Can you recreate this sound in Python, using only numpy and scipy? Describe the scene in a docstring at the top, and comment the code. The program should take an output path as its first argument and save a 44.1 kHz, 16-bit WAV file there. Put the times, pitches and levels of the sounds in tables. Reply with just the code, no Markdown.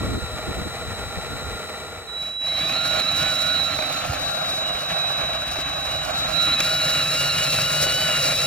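"""A cordless drill turns the rollers of a malt mill on a board over a plastic bucket, on a lawn.
At first the mill is heard from a few steps away as one ringing body, with gusts on the microphone.
A cross-fade leads to a close microphone: the rollers nudge the grain, falter, bite and get going.
The chopped motor current whines at a fixed pitch, gears sing and sag under clumps, kernels fracture into resonances.
The microphone moves from drill to board to hopper, with a soft thump on the way, then back down to the bucket."""
import sys
import numpy as np
from scipy import signal
from scipy.fft import rfft, irfft, next_fast_len
from scipy.io import wavfile
from scipy.ndimage import uniform_filter1d

SR = 44100
rng = np.random.default_rng(int(sys.argv[2]) if len(sys.argv) > 2 else 0)


def persist_wave(psi):
    """Save psi, clipped to +-1, as 16-bit WAV."""
    counts = np.round(np.clip(psi, -1, 1) * 32767).astype(np.int16)
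    wavfile.write(sys.argv[1], SR, np.atleast_2d(counts).T)


N = 373086

# wind gusts: (start [s], length [s], rumble level [dB], flapping against the rumble [dB])
GUSTS = [(0, 1.4, -38.5, -21), (0.01, 0.18, -28, -2.5), (0.04, 0.015, -27, -6), (0.222, 0.023, -30.5, -22),
         (0.337, 0.032, -32.5, -16), (0.477, 0.042, -28, -4), (0.557, 0.066, -30, -5),
         (0.657, 0.016, -28.5, -3), (0.72, 0.036, -37, -18), (0.815, 0.02, -35, -13),
         (0.873, 0.062, -31, -24), (1.01, 0.093, -35.5, -25), (1.169, 0.03, -29.5, -14),
         (1.306, 0.064, -33.5, -7), (1.415, 0.14, -36.5, -9), (4.06, .25, -40, -13),
         (5.147, 0.72, -42.5, -25), (5.867, 0.49, -39.5, -23)]
# spectrum of the wind's rumble: (frequency [Hz], level [dB per Hz])
RUMBLE_SPECTRUM = [(15, -48), (35, -8), (60, 4), (110, 0), (200, -8), (350, -23.5), (700, -48.5),
                   (2000, -87.5)]
GUST_EDGE_S = 0.01
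# floor under the gusts: the breeze fades with the distant view, the lull stays
BREEZE_DB, LULL_DB = -47, -51.5

# likeness of left and right: (frequency [Hz], likeness [0-1], lead of the left [rad]); from 8.2 to 11.6 kHz
# left and right are exact opposites
NEAR_PORTS = [(100, .92, 0), (400, .85, 0), (620, .8, -.9), (800, .8, -1.2), (1150, .75, 1.5),
              (1450, .85, .6), (1800, .85, .4), (2700, .8, 1.4), (3500, .85, .9), (4900, .8, 2.0),
              (5700, .8, 1.6), (7200, .9, 2.6), (8200, 1, 3.14), (11600, 1, 3.14), (14000, .65, 3.7)]
FAR_PORTS = [(200, .7, 0), (600, .88, 0), (1300, .97, -.2), (2000, .85, -.9), (3900, .8, -2.2),
             (6000, .7, -4), (7500, .97, -6.2), (10500, .95, -6.4), (14000, .7, -8.5)]
NEAR_LAG_MS = 0.05   # right port behind the left
# path of the close microphone: (time [s], place [0 hopper, 1 board, 2 drill, 3 bucket])
PATH = [(2.5, 2), (3.55, 1.94), (4.2, 1.41), (4.7, 0.53), (5.1, 0.047), (5.75, 0.043), (6.2, 1.22),
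        (6.55, 2.18), (7.25, 3.12), (8.46, 3.17)]

# the distant view: crushing level, whine at left and right port, lead of the left whine, fade-out
FAR_DB, FAR_WHINE_DB, FAR_WHINE_LEAD_RAD = -33.5, (-37, -39.5), -2.08
FADE_START_S, FADE_END_S = 1.604, 2.53
# resonances of the distant mill as one body: (frequency [Hz], width [Hz], level [dB])
FAR_MODES = [(192, 91, -6.5), (475, 71, 3), (621, 22.6, 6), (683, 63, 0.5), (813, 66, 0.5),
             (1220, 405, -4.5), (1403, 43, 5), (1840, 235, -6), (2032, 13, 0.5), (2270, 120, -7.5)]
# hiss spectra of husks, far and near: (frequency [Hz], level [dB per Hz])
FAR_HUSKS_SPECTRUM = [(1500, -15), (2700, 0), (3500, -1), (4100, 4), (4400, -3), (5050, 4), (6500, -4),
                      (7400, 1), (8300, 2), (9500, -6), (11000, -9), (13000, -7), (14500, -5), (16000, -12)]
HUSKS_SPECTRUM = [(2500, -20), (3600, -5), (4300, 1), (5200, 1), (6100, -3.5), (7100, -1.5), (8600, -1),
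                  (10000, -5), (12000, -7.5), (14700, -7), (16000, -19)]

# resonances of bucket walls, bucket air at the rim, board, hopper walls, hopper mouth and grist:
# (frequency [Hz], width [Hz], level [dB])
BUCKET_MODES = [(58.5, 36, -3.5), (96, 27, -0.5), (158.4, 22, 2.5), (288, 58, -2)]
BUCKET_AIR_MODES = [(86.5, 46, -4), (150, 15, 7.5), (430, 130, -12), (548, 57, 1)]
BOARD_MODES = [(384, 99, -12), (519, 38, -4), (627.4, 31.4, 4.5), (699.5, 53, -0.5), (799, 72, -3)]
HOPPER_MODES = [(1111, 280, 1), (1368, 250, 2.5), (1686, 387, -0.5), (2388, 300, 3), (2810, 570, -1),
                (3680, 450, -6.5)]
MOUTH_MODES = [(809, 160, 1.5), (1042, 37, -2.5), (1113, 101, 0.5), (1597, 160, -2.5)]
GRIST_MODES = [(8400, 1100, 0)]
# base level of each crushed part at four places: (hopper [dB], board [dB], drill [dB], bucket [dB])
BUCKET_DB = (-43.5, -42, -36.5, -40.5)
BUCKET_AIR_DB = (-47.5, -52, -48, -35)
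BOARD_DB = (-34.5, -32.5, -32, -32)
HOPPER_DB = (-34, -35.5, -30, -29)
HUSKS_DB = (-37, -35.5, -32, -26.5)
GRIST_DB = (-63, -66, -61, -35.5)
# the board's two highest modes against the others, at the same places [dB]
BOARD_TOP_DB = (1, 0.95, 0.66, -2.5)
# the hopper's mouth against its walls, at the same places [dB]
MOUTH_DB = (-0.5, 1.5, -7, -32.5)
# basic left-right difference of board and hopper, at the same places [dB]
PAN_DB = (-2.5, -3.5, -3.5, -3)
# the rollers nudge the grain once, then bite and get going
NUDGE_AT_S, NUDGE_WIDTH_S, NUDGE_DB = 2.263, 0.086, -12.5
BITE_AT_S, BITE_RISE_S = 2.384, 0.17
LOAD_DB_PER_HZ = -0.012   # crushing grows softer as the drill sags
# hard kernels bursting: (time [s], peak before the ports [dB], low-pass corner [Hz], decay time [s])
SNAPS = [(2.225, -28, 2970, 0.016), (2.653, -24.5, 700, 0.009), (2.852, -25, 598, 0.0037),
         (2.999, -16.5, 8000, 0.0033), (3.021, -19, 5000, .002), (3.787, -18, 1000, .008),
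         (3.822, -18, 2397, 0.0055), (3.925, -11.5, 12000, 0.0061), (4.534, -22.5, 800, 0.0044),
         (4.622, -25, 911, 0.015), (4.751, -22, 800, 0.0082), (5.236, -23.5, 704, 0.0078),
         (5.332, -17.5, 3000, 0.01), (5.567, -22.5, 2400, 0.006), (5.585, -22.5, 250, 0.0043),
         (6.258, -25, 600, 0.0031), (6.603, -9, 5970, 0.0033), (7.585, -17, 600, 0.0046),
         (7.865, -17.5, 600, .007)]

# close switching whine: (time [s], left base level [dB], right base level [dB], lead of the left [rad])
WHINE = [(2.062, -70, -70, 6), (2.075, -40, -31.5, 2.5), (2.21, -29.5, -27.5, 0.5), (2.34, -33.5, -30, 1),
         (2.47, -25.5, -23, 0.3), (2.75, -28.5, -22.5, 0), (3.57, -28, -20, 0.9), (3.9, -32.5, -26.5, -2),
         (4.27, -24.5, -33, -3.5), (4.62, -27, -25, -4), (5.05, -27, -22, -4), (5.5, -28.5, -30.5, -4.5),
         (6.03, -29.5, -26, -4.5), (6.19, -25, -28, -3), (6.39, -23, -17, -5), (6.62, -23.5, -25, -6),
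         (6.98, -24, -22.5, -5.5), (7.13, -27, -26.5, -6), (7.8, -24.5, -29, -6), (8.46, -23.5, -25.5, -6)]
# nodes of the whine's standing waves that the microphone crosses:
# (time [s], half width [s], left loss [dB], right loss [dB])
NODES = [(3.73, 0.041, 8, 2.5), (4.109, 0.063, 9, 30), (4.84, 0.089, 3.5, 6), (6.08, 0.038, 9, 12),
         (6.3, 0.026, 11, 15), (6.35, 0.032, 17, -1)]

# drill speed apart from jams, with a faltering spin-up: (time [s], gear mesh rate [Hz])
CRUISE = [(0, 1364), (2.37, 1368), (2.4, 850), (2.515, 1085), (2.555, 1015), (2.62, 1147), (2.7, 1250),
          (2.74, 1345.0), (2.79, 1393), (3.3, 1520.0), (3.55, 1517), (3.8, 1444.0), (4.4, 1422),
          (4.58, 1323.0), (4.66, 1438), (4.8, 1466), (5.03, 1248), (5.38, 1460), (5.72, 1296),
          (5.93, 1450.0), (6.1, 1463), (6.25, 1362), (6.78, 1447.0), (7.05, 1414), (7.43, 1468),
          (7.59, 1367.0), (7.68, 1455), (8.04, 1494), (8.14, 1421), (8.46, 1392)]
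# tough clumps: (end of slowing [s], sag of the mesh rate [Hz], slowing time [s], recovery time [s])
JAMS = [(3.03, 167.9, 0.047, 0.088), (3.115, 102.0, 0.037, 0.097), (3.35, 141.1, 0.043, 0.2),
        (3.62, 142.9, 0.088, 0.077), (3.82, 138.8, 0.14, 0.18), (4.05, 55.02, 0.096, 0.035),
        (4.19, 130.0, 0.064, 0.092), (4.73, 70.0, 0.036, 0.03), (4.87, 91.25, 0.057, 0.032),
        (5.25, 72.88, 0.053, 0.18), (5.46, 102.1, 0.089, 0.051), (5.98, 55.95, 0.032, 0.032),
        (6.14, 94.9, 0.042, 0.068), (6.575, 175.6, 0.051, 0.043), (6.82, 53.13, 0.021, 0.062),
        (7.05, 119.3, 0.044, 0.085), (7.31, 78.4, 0.026, 0.059), (7.465, 89.2, 0.029, 0.088),
        (7.71, 45.94, 0.027, 0.058), (7.91, 55.2, 0.043, 0.021), (8.35, 279.6, 0.031, 0.031)]
# mesh-rate slowing at which braking counts as full, and the rattle it adds to the third harmonic
HARD_BRAKE_HZ_PER_S, BRAKE_RATTLE_DB = 1200, 6.5
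# resonances and hollows of the gear case: (frequency [Hz], half width [Hz], level [dB])
CASE = [(1110, 180, -11), (1430, 120, 6), (3670, 250, 2.5), (4023, 190, 7), (5700, 780, -8),
        (7100, 770, -4)]
# directional resonances of the case:
# (frequency [Hz], half width [Hz], hopper [dB], board [dB], drill [dB], bucket [dB])
BEAMS = [(2510, 44, 4, 4, 14.5, 1.5), (2885, 60, 4, 10.5, -1.5, 1.5)]
# base level of each gear partial at four places: (hopper [dB], board [dB], drill [dB], bucket [dB])
ROTOR_DB = (-48.5, -50.5, -48.5, -40.5)
MESH_DB = (-68.5, -43, -37, -39)
SECOND_DB = (-44, -49.5, -40, -32)
THIRD_DB = (-63, -53, -38, -38)
FOURTH_DB = (-61, -52.5, -38.5, -35)
FIFTH_DB = (-46, -39.5, -38.5, -39)
PLANET_SHARE = .08   # sidebands lie this share of the mesh rate below each partial
MESH_SIDEBAND_DB, HARMONIC_SIDEBAND_DB = -6.5, -12
FILLED_AT_S, EMPTY_PLAY = 2.95, .6   # gears run cleaner until the rollers have filled with grain
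STALL_SAG_HZ, STALL_LOSS_DB = 220, 9   # close to a stall the gear tones weaken
CUTOFF_HZ = 15900


def from_db(db):
    """Logarithmic level law: decibels to amplitude gain."""
    return 10 ** (np.asarray(db) / 20)


def rms_one(x):
    """Normalisation to unit mean power."""
    return x / np.sqrt(np.mean(x ** 2) + 1e-20)


def clock():
    """Uniform sampling: time in seconds at every sample."""
    return np.arange(N) / SR


def bell(x, centre, width):
    """Gaussian hump of height 1, fallen to 1/e one width from its centre."""
    return np.exp(-np.minimum(((x - centre) / width) ** 2, 20))


def in_time(rows):
    """Linear interpolation of each column of a curve at every sample."""
    s, *columns = np.transpose(rows)
    return [np.interp(clock(), s, column) for column in columns]


def at_hz(points, hz):
    """Interpolation of a table on a logarithmic frequency axis."""
    f, value = np.transpose(points)
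    return np.interp(np.log(hz + 1), np.log(f), value)


def filtered(x, response):
    """Linear filtering: the spectrum is multiplied by a response given against frequency."""
    size = next_fast_len(N + 4096)
    hz = np.arange(size // 2 + 1) * SR / size
    return irfft(rfft(x, size) * response(hz), size)[..., :N]


def coloured(x, spectrum):
    """Spectral shaping of a sound; rms 1."""
    return rms_one(filtered(x, lambda hz: from_db(at_hz(spectrum, hz))))


def drift(rate):
    """Low-passed random fluctuation of rms 1, slow below the given rate in Hz."""
    return rms_one(filtered(rng.standard_normal(N), lambda hz: 1 / (1 + (hz / rate) ** 2)))


def ring(x, modes):
    """Modal superposition: resonances in parallel, with alternating signs."""
    out = 0
    for k, (hz, width, db) in enumerate(modes):
        r = np.exp(-np.pi * width / SR)
        poles = [1, -2 * r * np.cos(2 * np.pi * hz / SR), r * r]
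        mode = signal.lfilter([1, 0, -1], poles, x + 1e-18)
        out = out + (-1) ** k * from_db(db) * (1 - r * r) / 2 * mode
    return out


def band(x, low_hz, high_hz):
    """Band limitation; rms 1."""
    edges = [low_hz, min(high_hz, .45 * SR)]
    return rms_one(signal.sosfilt(signal.butter(2, edges, "band", fs=SR, output="sos"), x))


def panned(x, pan_db):
    """Intensity stereo: power shared between left and right."""
    gains = from_db(np.array([[.5], [-.5]]) * pan_db)
    return x * gains / np.sqrt(np.mean(gains ** 2, axis=0))


def ports(pair, table):
    """Partial coherence: two sounds become left and right, alike and shifted in phase by frequency."""
    likeness, lead = np.array(table)[:, [0, 1]], np.array(table)[:, [0, 2]]
    mid = filtered(pair[0], lambda hz: np.sqrt(1 + np.clip(at_hz(likeness, hz), -1, 1)))
    side = filtered(pair[1], lambda hz: np.sqrt(1 - np.clip(at_hz(likeness, hz), -1, 1)))
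    right = filtered(mid - side, lambda hz: np.exp(-1j * at_hz(lead, hz)))
    return np.array([mid + side, right])


def heard(levels):
    """Dependence on position: a value given for each place, followed along the microphone's path."""
    place, = in_time(PATH)
    return np.interp(place, np.arange(len(levels)), levels)


def far_fade():
    """Linear amplitude fade-out of the distant view."""
    return np.clip((FADE_END_S - clock()) / (FADE_END_S - FADE_START_S), 0, 1)


def biting():
    """Exponential approach to full level as the close rollers bite and get going."""
    return 1 - np.exp(-np.maximum(clock() - BITE_AT_S, 0) / BITE_RISE_S)


def running():
    """Envelope of the close crushing: a Gaussian nudge, then the steady run."""
    return from_db(NUDGE_DB) * bell(clock(), NUDGE_AT_S, NUDGE_WIDTH_S) + biting()


def sag():
    """Load on a motor: each clump costs mesh rate (Hz) quickly, then speed recovers exponentially."""
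    t = clock()[::20]
    lost = 0
    for s, hz, slowing_s, recovery_s in JAMS:
        slowing = np.clip(1 + (t - s) / slowing_s, 0, 1)
        recovery = np.exp(-np.clip((t - s) / recovery_s, 0, 20))
        lost = lost + hz * slowing * recovery
    return np.interp(clock(), t, lost)


def braking():
    """Deceleration: how hard a clump is slowing the drill, 0-1, smoothed over 20 ms."""
    slowing = np.gradient(sag()) * SR / HARD_BRAKE_HZ_PER_S
    return uniform_filter1d(np.clip(slowing, 0, 1), size=SR // 50)


def breeze(own=0.85, lumpy_db=1.0):
    """Turbulent pressure: gusts rumble partly alike on both ports and flap higher up on each apart."""
    t = clock()
    gusts = []
    for s, length_s, db, _ in GUSTS:
        inside_s = np.minimum(t - s, s + length_s - t)   # negative outside the gust
        gusts.append(from_db(db) * np.clip(1 + inside_s / GUST_EDGE_S, 0, 1))
    floor = from_db(BREEZE_DB) * far_fade() + from_db(LULL_DB)
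    level = np.maximum(np.max(gusts, axis=0), floor)
    flaps = [gust * from_db(flap_db) for gust, (*_, flap_db) in zip(gusts, GUSTS)]
    eddies = rng.standard_normal(N) + own * rng.standard_normal((2, N))
    rumble = coloured(eddies * from_db(lumpy_db * drift(17)), RUMBLE_SPECTRUM)
    flapping = band(rng.standard_normal((2, N)), 150, 377)
    return level * rumble + np.max(flaps, axis=0) * flapping


def bump(at_s=4.092, peak_db=-17, push_s=0.011):
    """Impulse response: a short handling push on the microphone excites three bass resonances."""
    since = clock() - at_s
    push = np.clip(since / 0.0044, 0, 1) * np.exp(-np.maximum(since, 0) / push_s)
    modes = [(64.0, 22.0, -3.0), (111, 61, 4.0), (176, 61, 5.5)]   # Hz, width Hz, dB
    thud = ring(push * (1 + 0.045 * drift(200)), modes)
    return from_db(peak_db) * thud / np.abs(thud).max()


def cracks(per_s, spread_db, clump_db):
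    """Random impulses: two trains of kernel fractures of uneven size, swelling in common clumps."""
    born = rng.random((2, N)) < per_s / SR
    size_db = spread_db * np.minimum(rng.exponential(1, (2, N)), 4)
    sizes = from_db(size_db) * rng.choice([-1, 1], (2, N))
    return rms_one(born * sizes * from_db(clump_db * drift(18.6)))


def mill_far(husk_db=-10):
    """Forced modal vibration: fractures ring the distant mill as one body, under a hiss of husks."""
    crush = ports(cracks(per_s=3500, spread_db=3.5, clump_db=1.5), FAR_PORTS)
    body = band(ring(crush, FAR_MODES), 110, 7200)
    rustle = ports(rng.standard_normal((2, N)), FAR_PORTS)
    husks = coloured(rustle + .5 * crush, FAR_HUSKS_SPECTRUM)
    return far_fade() * from_db(FAR_DB) * (body + from_db(husk_db) * husks)


def mill_near(uneven_db=0.1):
    """Forced modal vibration: coarse and fine fractures ring board, hopper and bucket; husks and grist hiss."""
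    pan_db = heard(PAN_DB)
    coarse = ports(cracks(per_s=1000, spread_db=2.0, clump_db=1.75), NEAR_PORTS)
    fine = ports(cracks(per_s=9000, spread_db=2.5, clump_db=2.0), NEAR_PORTS)
    shreds = ports(cracks(per_s=20000, spread_db=5.0, clump_db=2.5), NEAR_PORTS)

    bucket = from_db(heard(BUCKET_DB)) * band(ring(fine, BUCKET_MODES), 28, 340)
    bucket_air = from_db(heard(BUCKET_AIR_DB)) * band(ring(shreds, BUCKET_AIR_MODES), 50, 700)

    # the minus keeps the signs of the modes alternating
    plank = ring(coarse, BOARD_MODES[:3]) - from_db(heard(BOARD_TOP_DB)) * ring(coarse, BOARD_MODES[3:])
    board = from_db(heard(BOARD_DB) + uneven_db * drift(3.8)) * band(plank, 383, 1200)

    walls = band(ring(fine + .5 * coarse, HOPPER_MODES), 1080, 3800)
    mouth = from_db(heard(MOUTH_DB)) * band(ring(coarse, MOUTH_MODES), 720, 2500)
    hopper = from_db(heard(HOPPER_DB)) * (panned(walls, .5 * pan_db) + panned(mouth, 6.1 * pan_db))

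    husks = from_db(heard(HUSKS_DB)) * coloured(shreds + 0.5 * coarse, HUSKS_SPECTRUM)
    grist = from_db(heard(GRIST_DB)) * rms_one(ring(fine, GRIST_MODES))
    crushing = bucket + bucket_air + panned(board, 2.7 * pan_db) + hopper + husks + grist
    return running() * from_db(LOAD_DB_PER_HZ * sag()) * crushing


def snaps(splinter_db=5.5, bare=0.55):
    """Brittle fracture: a hard kernel bursts into decaying uneven splinters that knock board and hopper."""
    out, t = np.zeros((2, N)), np.arange(SR // 10) / SR
    for s, peak_db, top_hz, burst_s in SNAPS:
        splinters = from_db(splinter_db * rng.standard_normal(len(t)))
        burst = rng.standard_normal((2, len(t))) * splinters * np.exp(-t / burst_s)
        low_pass = signal.butter(1, min(top_hz, .45 * SR), fs=SR, output="sos")
        knock = signal.sosfilt(low_pass, ring(burst, BOARD_MODES + HOPPER_MODES) + bare * burst)
        at = round(s * SR)
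        out[:, at:at + len(t)] += (from_db(peak_db) * knock / np.abs(knock).max())[:, :N - at]
    return ports(out, NEAR_PORTS)


def switching_whine(flutter_db=1.0, wobble=0.086, octave_db=-30, waver_db=0.5):
    """Electromagnetic force: the speed control chops the current at a fixed rate and the windings sing."""
    t, side = clock(), np.array([[.5], [-.5]])
    left_db, right_db, lead = in_time(WHINE)
    loss_db = 0
    for s, width_s, left, right in NODES:
        loss_db = loss_db + np.array([[left], [right]]) * bell(t, s, width_s)
    # complex amplitudes at the two ports
    near = from_db(np.array([left_db, right_db]) - loss_db) * np.exp(1j * side * lead)
    far = far_fade() * from_db(FAR_WHINE_DB)[:, None] * np.exp(1j * side * FAR_WHINE_LEAD_RAD)
    unsteady = []
    for _ in side:
        flutter = from_db(flutter_db * drift(84) + waver_db * drift(15))
        unsteady.append(flutter * np.exp(1j * wobble * drift(90)))
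    chop_hz = 3911.9
    phase = 2 * np.pi * chop_hz * t
    tone = np.imag((near + far) * np.array(unsteady) * np.exp(1j * phase))
    lag = 2 * np.pi * chop_hz * NEAR_LAG_MS / 1000 * np.array([[0], [1]])
    octave_level = from_db(octave_db) * np.abs(near + far).mean(axis=0)
    octave = octave_level * np.sin(2 * (phase - lag) + .4 * drift(40))
    return np.sqrt(2) * (tone + octave)   # levels are rms


def gears(swell_db=0.8, jolt=0.005, far_mesh_db=-49, far_third_db=-58):
    """Tooth meshing at ten times the rotor rate: harmonics of a jittering speed, planets' lower sidebands."""
    cruise_hz, = in_time(CRUISE)
    sag_hz, near, far = sag(), biting(), far_fade()
    mesh_hz = cruise_hz - sag_hz
    phase = 2 * np.pi * np.cumsum(mesh_hz * (1 + jolt * drift(30.36))) / SR
    tables = (ROTOR_DB, MESH_DB, SECOND_DB, THIRD_DB, FOURTH_DB, FIFTH_DB)
    rotor, mesh, second, third, fourth, fifth = (near * from_db(heard(db)) for db in tables)
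    mesh = mesh + far * from_db(far_mesh_db)
    third = third * from_db(BRAKE_RATTLE_DB * braking()) + far * from_db(far_third_db)
    play = np.maximum(far, np.where(clock() > FILLED_AT_S, 1, EMPTY_PLAY))
    stall_db = -STALL_LOSS_DB * np.clip(sag_hz / STALL_SAG_HZ, 0, 1) ** 2

    # tooth play smears the partials:
    # (multiple of the mesh rate, gain, left-right [dB], smear at full play [rad], flutter [dB])
    partials = [(1 / 10, rotor, -1, .2, 1.5),
                (1, mesh, -5, .1, 1.3),
                (2, second, -1, .25, 3.3),
                (3, third, -4, 1.05, 5),
                (4, fourth, -2, 1.1, 3.5),
                (5, play * fifth, 0, 2, 4)]
    out = 0
    for multiple, level, pan_db, smear, flutter_db in partials:
        partial_hz = multiple * mesh_hz
        lag = 2 * np.pi * partial_hz * NEAR_LAG_MS / 1000 * np.array([[0], [1]])
        turn = multiple * phase + play * smear * drift(110) - lag
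        tone = np.sin(turn) * from_db(flutter_db * np.minimum(drift(22), 1.5))
        if multiple >= 1:
            sideband_db = MESH_SIDEBAND_DB if multiple == 1 else HARMONIC_SIDEBAND_DB
            sideband = np.sin(turn - PLANET_SHARE * phase + smear * drift(42))
            tone = tone + from_db(sideband_db) * sideband * from_db(flutter_db * drift(22))
        # the case lifts or dims each partial that passes through a resonance or hollow
        case_db = sum(db * bell(partial_hz, hz, width) for hz, width, db in CASE)
        beam_db = sum(heard(db) * bell(partial_hz, hz, width) for hz, width, *db in BEAMS)
        gain = from_db(case_db + beam_db + stall_db + swell_db * drift(5.5))
        out = out + level * gain * panned(rms_one(tone), pan_db)
    return out


def scene():
    """Superposition of breeze, handling thump, mill and drill in the open air."""
    mill = mill_far() + mill_near() + snaps()
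    drill = switching_whine() + gears()
    return breeze() + bump() + mill + drill


def record(dry):
    """Band limitation: a steep elliptic low-pass cuts the top."""
    return signal.sosfilt(signal.ellip(10, .1, 80, CUTOFF_HZ, fs=SR, output="sos"), dry)


dry = scene()
out = record(dry)
persist_wave(out)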